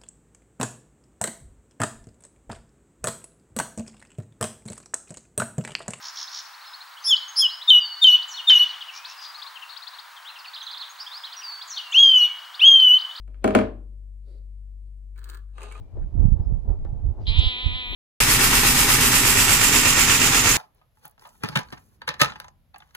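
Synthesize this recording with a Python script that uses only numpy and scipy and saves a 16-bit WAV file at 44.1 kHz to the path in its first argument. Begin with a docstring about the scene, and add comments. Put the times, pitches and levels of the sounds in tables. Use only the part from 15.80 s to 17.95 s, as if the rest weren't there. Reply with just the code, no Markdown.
"""An open pasture on a breezy day. Gusts buffet the two microphone ports and eddies thump the right one,
over a soft rush of air. A far bird whistles; light knocks and faint hisses sound nearby.
Then comes one long, thin, reedy bleat close by: sharp pulses ring a bright resonance at 3-4 kHz,
scoop up in pitch and waver with the effort."""
import sys
import numpy as np
from scipy import signal
from scipy.fft import rfft, irfft, next_fast_len
from scipy.io import wavfile
from scipy.ndimage import uniform_filter1d

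SR = 44100
rng = np.random.default_rng(int(sys.argv[2]) if len(sys.argv) > 2 else 0)


def generate_wav(signal):
    """Clip the signal to [-1, 1] and save it as 16-bit WAV at the path in sys.argv[1]."""
    frames = np.transpose(np.atleast_2d(signal))
    scaled = np.clip(frames, -1, 1) * 32767
    pcm = np.round(scaled).astype(np.int16)
    wavfile.write(sys.argv[1], SR, pcm)


N = 94815
T = np.arange(N) / SR


def from_db(db):
    return 10 ** (np.asarray(db) / 20)


def rms_one(x):
    return x / np.sqrt(np.mean(x ** 2) + 1e-20)


def in_time(points):
    """A curve of (s, value) points at every sample."""
    return np.interp(T, *np.transpose(points))


def bin_gains(colour, size):
    """Gain per FFT bin from (Hz, dB) points, joined over log frequency."""
    hz, db = np.transpose(colour)
    bin_hz = np.maximum(np.arange(size // 2 + 1) * SR / size, 1)
    return from_db(np.interp(np.log(bin_hz), np.log(hz), db))


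def coloured(x, colour):
    """Minimum-phase filter; output at rms 1."""
    size = 2 * next_fast_len(N // 2 + 4096)
    cepstrum = irfft(np.log(bin_gains(colour, size)))
    cepstrum[1:size // 2] *= 2
    cepstrum[size // 2 + 1:] = 0
    return rms_one(irfft(rfft(x, size) * np.exp(rfft(cepstrum)))[..., :N])


def shaded(x, colour):
    """Zero-phase filter."""
    return irfft(rfft(x, 2 * N) * bin_gains(colour, 2 * N))[:N]


def noise(colour):
    return coloured(rng.standard_normal(N), colour)


def drift(rate_hz):
    """Smooth random wander at rms 1."""
    lowpass = signal.butter(2, rate_hz, fs=SR, output="sos")
    return rms_one(signal.sosfilt(lowpass, rng.standard_normal(N)))


def evened(x, span_s):
    """Hold the short-term rms at 1."""
    width = max(int(span_s * SR), 2)
    power = uniform_filter1d(uniform_filter1d(x ** 2, width), width)
    return x / np.sqrt(np.abs(power) + 1e-9)


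def delayed(x, lag_s):
    return np.interp(T - lag_s, T, x, left=0)


def panned(db):
    """Left gain up by db, right gain down."""
    return from_db([[db], [-db]])


def swell(peak_s, rise_s, fall_s):
    """A lopsided bell of height 1."""
    spread_s = np.where(T < peak_s, rise_s, fall_s)
    return np.exp(-np.minimum(((T - peak_s) / spread_s) ** 2, 200) / 2)


def swelling_db(rows, lull_db):
    """Power sum of a lull and swells of (peak s, spread s, dB)."""
    power = sum((from_db(db) * swell(s, spread_s, spread_s)) ** 2 for s, spread_s, db in rows)
    return 10 * np.log10(from_db(lull_db) ** 2 + power)


def port_wind():
    """Low turbulence buffets each port; strong gusts add a higher crumple."""
    # Each row: peak in seconds, spread in seconds, left and right strength in dB.
    gusts = [(.01,0.031,-38.5,-42), (0.166,0.027,-34,-56), (0.228,0.04,-34,-26), (0.424,0.046,-33.5,-13.5),
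             (0.533,0.022,-35,-14), (0.608,0.01,-27,-21), (0.716,0.056,-33.5,-19.5), (0.902,0.035,-32,-18),
             (1.01,0.032,-31.5,-51), (1.102,0.098,-36.5,-28.5), (1.276,0.031,-29.5,-18.5),
             (1.417,0.038,-33.5,-31.5), (1.5,0.019,-55,-16.5), (1.582,0.024,-33.5,-17),
             (1.635,0.034,-30,-25), (1.673,0.015,-36.5,-31), (1.87,0.018,-46.5,-20.5),
             (1.932,0.038,-35.5,-30), (2.122,0.036,-32.5,-67)]
    # Turbulence spectra. Each row: frequency in Hz, relative level in dB.
    buffet_colour = [(12,-21.5),(25,5.5),(40,2),(70,-1),(100,-4.5),(140,-26.5),(200,-27.5),(300,-35),(600,-51.5),(5000,-105)]
    crumple_colour = [(40,-23.5),(80,-4.5),(140,11),(200,-2.5),(280,-21),(450,-23.5),(1000,-38.5),(3000,-68),(12000,-89)]
    strong_gust_db, crumple_growth = -6, 0.86
    ports = []
    for side, lull_db in enumerate((-48, -50.5)):
        gust_db = swelling_db([(s, spread_s, db[side]) for s, spread_s, *db in gusts], lull_db)
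        crumple_db = -22.5 + crumple_growth * (gust_db - strong_gust_db)
        crumple = from_db(crumple_db) * evened(noise(crumple_colour), span_s=.035)
        buffet = from_db(gust_db + 3.5) * evened(noise(buffet_colour), span_s=.035)
        ports.append(buffet + crumple)
    return np.array(ports)


def air():
    """A swelling rush, louder on the left, over the steady hush of the field."""
    # Each row: peak in seconds, spread in seconds, strength in dB.
    rushes = [(.18,0.041,-56.5), (.42,0.054,-50.5), (.6,0.035,-52.5), (.71,0.059,-56), (.91,0.032,-48),
              (1.2,0.28,-58.5), (1.4,0.023,-50), (1.625,0.02,-45), (1.75,0.29,-56.5), (2.13,0.0069,-44)]
    # Each row of both spectra: frequency in Hz, relative level in dB.
    rush_colour = [(100,-20),(220,7),(340,10.5),(500,3.5),(650,3.5),(830,0.5),(1100,-9),(1500,-18),(2200,-36),(4000,-48.5),(8000,-46.5),(16000,-68)]
    hush_colour = [(60,6.5),(400,-20),(1000,-19.5),(2000,-12),(4000,-19),(8000,-25),(15000,-29)]
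    rush_db = swelling_db(rushes, lull_db=-64.5) + 2
    mid = noise(rush_colour)
    side = 0.12 * noise(rush_colour) * np.array([[1], [-1]])
    hush = np.array([noise(hush_colour), noise(hush_colour)])
    return from_db(rush_db) * panned(4.5) * (mid + side) + from_db(-70) * hush


def bird():
    """Faint, far whistles, each a gliding sine."""
    # Each row: start and length in seconds, start and end pitch in Hz, level in dB.
    whistles = [(-.03, 0.19, 2370, 2340, -80.5), (.589, .11, 4720, 5550, -78.5)]
    out = np.zeros(N)
    for start_s, length_s, start_hz, end_hz, db in whistles:
        progress = np.clip((T - start_s) / length_s, 0, 1)
        hz = start_hz + (end_hz - start_hz) * progress
        out += from_db(db) * np.sin(np.pi * progress) * np.sin(2 * np.pi * np.cumsum(hz) / SR)
    return out


def knocks():
    """Each light knock is a short crack and a few damped modes."""
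    # Each row: start in seconds, gain in dB, pan in dB, low-mode boost in dB.
    hits = [(.17, -51, 1.5, 9.5), (.899, -60.5, -1.5, 15.5), (1.05, -44.5, 5, 0), (1.3, -61.5, 4, 7.5)]
    # Each row: frequency in Hz, relative level in dB, T60 in seconds.
    modes = [(340,7.5,0.049),(544,4,0.036),(640,-6,0.061),(817,-11,0.41),(1000,-7.5,0.023),(1343,-13,0.094),(1782,-22.5,0.16)]
    # Each row: frequency in Hz, relative level in dB.
    crack_colour = [(300,-5.5),(800,20.5),(1800,5),(3000,-9.5),(5200,-15.5),(7000,-37.5),(12000,-65.5)]
    crack_db, crack_t60_s, low_below_hz = -6, 0.097, 700
    out = np.zeros((2, N))
    for start_s, db, pan_db, boost_db in hits:
        age_s = np.maximum(T - start_s, 0)
        ring = np.zeros(N)
        for hz, mode_db, t60_s in modes:
            decay = from_db(mode_db + boost_db * (hz < low_below_hz) - 60 * age_s / t60_s)
            ring += decay * np.sin(2 * np.pi * hz * age_s) * rng.choice([-1, 1])
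        crack = noise(crack_colour) * from_db(crack_db - 60 * age_s / crack_t60_s) * (age_s > 0)
        out += from_db(db) * panned(pan_db) * (ring + crack)
    return out


def hisses():
    """Faint hisses, squeaks and rustles: short swells of band-limited noise."""
    # Each row: start and length in seconds, centre and width in Hz, level and pan in dB.
    bursts = [(0.211, 0.036, 1700, 600, -68.5, 7), (1.386, 0.12, 3580, 3620, -70.5, 5),
              (1.404, 0.047, 4700, 250, -74, 5), (1.455, 0.0079, 3470, 600, -49, 6),
              (2.018, 0.31, 14450, 2364, -63.5, -7)]
    out = np.zeros((2, N))
    for start_s, length_s, hz, width_hz, db, pan_db in bursts:
        band = signal.butter(3, [hz - width_hz / 2, hz + width_hz / 2], "band", fs=SR, output="sos")
        hiss = rms_one(signal.sosfilt(band, rng.standard_normal(N)))
        arch = np.sin(np.pi * np.clip((T - start_s) / length_s, 0, 1))
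        out += from_db(db) * panned(pan_db) * arch * hiss
    return out


def thumps():
    """An eddy crossing the port gives one push and one pull."""
    # Each row: centre in seconds, peak level in dB, main frequency in Hz.
    eddies = [(0.354,-19.5,130), (0.445,-12,106.8), (.456,-4,90.7), (0.486,-10,93.8), (0.523,-9,88),
              (0.6,-19.5,113.7), (0.724,-12.5,85), (1.131,-16,62.5), (1.591,-4.5,55.2), (1.672,-9.5,41.6),
              (1.865,-12,48.4), (1.89,-16,43.97)]
    out = np.zeros(N)
    for centre_s, db, hz in eddies:
        angle = 2 * np.pi * hz * (T - centre_s)
        out -= from_db(db) * angle * np.exp(.5 - np.minimum(angle ** 2, 200) / 2)
    return out


def bleat():
    """One sharp pulse a cycle rings the throat: tight and raspy, then clear, quavering with effort."""
    # Scoop up to the held pitch. Each row: time in seconds, pitch in Hz.
    scoop = [(1.478,197.9),(1.51,220.4),(1.523,219.1),(1.56,240.8),(1.6,243.6)]
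    # Surges of effort. Each row: peak, rise and fall in seconds, pitch lift in Hz, effort lift in dB.
    surges = [(1.488,0.006,0.026,1.3,4), (1.584,0.025,0.044,4,5), (1.665,0.034,0.053,9.5,5.5),
              (1.82,0.031,0.05,8.5,2), (1.964,0.0194,0.051,10.5,3), (2.16,0.024,0.036,11,5.5)]
    # Throat resonances. Each row: frequency in Hz, relative level in dB.
    low_colour = [(250,-17),(500,-25),(750,-15),(1000,-6),(1250,-12),(1500,-16.5),(1760,-10),(2010,-3.5),(2260,-5),(2500,3.5),(3000,-76.5)]
    tight_colour = [(1500,-41),(2700,-15.5),(3230,0),(3500,-7.5),(3850,-4),(4100,0),(4330,-15),(5000,-27.5),(5300,-37),(8000,-40.5),(10000,-66.5)]
    bright_colour = [(1800,-29.5),(2260,-16.5),(2500,-3),(2750,-4),(3020,2.5),(3270,4),(3520,3.5),(3790,0.5),(4050,-1),(4280,-9),(4550,-44.5),(5200,-63.5),(6700,-78)]
    treble_colour = [(3800,-25),(4500,-10),(4830,-7.5),(5070,-12.5),(5330,-27),(5800,-31),(6700,-37),(8500,-71.5),(11000,-86)]
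    top_colour = [(4500,-27),(6900,-16.5),(7650,9),(8300,-11),(13000,-32)]
    # Noise between the low partials, same columns.
    hoarse_colour = [(1100,-2),(2600,2.5),(6000,-40)]
    # Course of the faint top resonance. Each row: time in seconds, relative level in dB.
    top_curve = [(1.5,-82), (1.57,-82.5), (1.62,-74), (1.7,-71.5), (1.75,-80), (1.96,-76.5), (2.09,-80.5)]
    start_s, attack_s, fade_db_per_s = 1.4637, .007, 7.5
    jitter, shimmer_db, rasp_settle_s = .002, .4, .05
    low_build_s, relax_at_s, relax_s = .065, 1.51, .02
    treble_growth, close_at_s, close_db_per_s = 1.9, 2.06, 107

    age_s = np.maximum(T - start_s, 0)
    pitch_hz = in_time(scoop)
    effort_db = -fade_db_per_s * age_s
    for peak_s, rise_s, fall_s, lift_hz, lift_db in surges:
        surge = swell(peak_s, rise_s, fall_s)
        pitch_hz += lift_hz * surge
        effort_db += lift_db * surge

    phase = 2 * np.pi * np.cumsum(pitch_hz * (1 + jitter * drift(100))) / SR
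    phase -= np.interp(start_s, T, phase)  # open on a pulse
    pulses = rms_one(sum(np.cos(k * phase) for k in range(1, 54))) * from_db(shimmer_db * drift(150))
    rasp = rms_one(rng.standard_normal(N) * (1 + np.cos(phase)) ** 2)
    voice = pulses + rasp * from_db(-24 + 11 * np.exp(-age_s / rasp_settle_s))
    hoarse_voice = voice + from_db(-16) * noise(hoarse_colour)
    raspy_voice = voice + from_db(-11) * rasp

    relaxed = .5 + .5 * np.tanh((T - relax_at_s) / relax_s)
    treble_db = -54.5 + treble_growth * effort_db - close_db_per_s * np.maximum(T - close_at_s, 0)
    bands = ((hoarse_voice, low_colour, from_db(-37.5 - 10.5 * np.exp(-age_s / low_build_s))),
             (voice, tight_colour, from_db(-30.5 + effort_db) * np.sqrt(1 - relaxed)),
             (voice, bright_colour, from_db(-31.5 + effort_db) * np.sqrt(relaxed)),
             (raspy_voice, treble_colour, from_db(treble_db)),
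             (raspy_voice, top_colour, from_db(5 + in_time(top_curve))))
    call = sum(gain * evened(coloured(drive, colour), span_s=.053) for drive, colour, gain in bands)
    return call * np.minimum(age_s / attack_s, 1)


def at_ports(call):
    """Each port adds one close reflection; the right hears the call later and duller."""
    # Left, then right. Each row: delay in seconds, relative amplitude.
    reflections = [(0.002163, 0.23), (0.001342, 0.16)]
    # Each row: frequency in Hz, gain in dB.
    right_shade = [(1200,-1),(1760,-7.5),(2260,1),(4350,0.5),(5100,-19),(7500,-16.5)]
    left, right = (call + share * delayed(call, lag_s) for lag_s, share in reflections)
    right = shaded(delayed(right, lag_s=.00023), right_shade)
    return panned(.1) * np.array([left, right])


def scene():
    """All sources at the left and right ports."""
    wind = port_wind()
    wind[1] += thumps()
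    return wind + at_ports(bleat()) + hisses() + air() + knocks() + bird()


def record(dry):
    """Steep low-pass, 70 dB down from 15.7 kHz."""
    return signal.sosfilt(signal.cheby2(12, 70, 15700, fs=SR, output="sos"), dry)


dry = scene()
out = record(dry)
generate_wav(out)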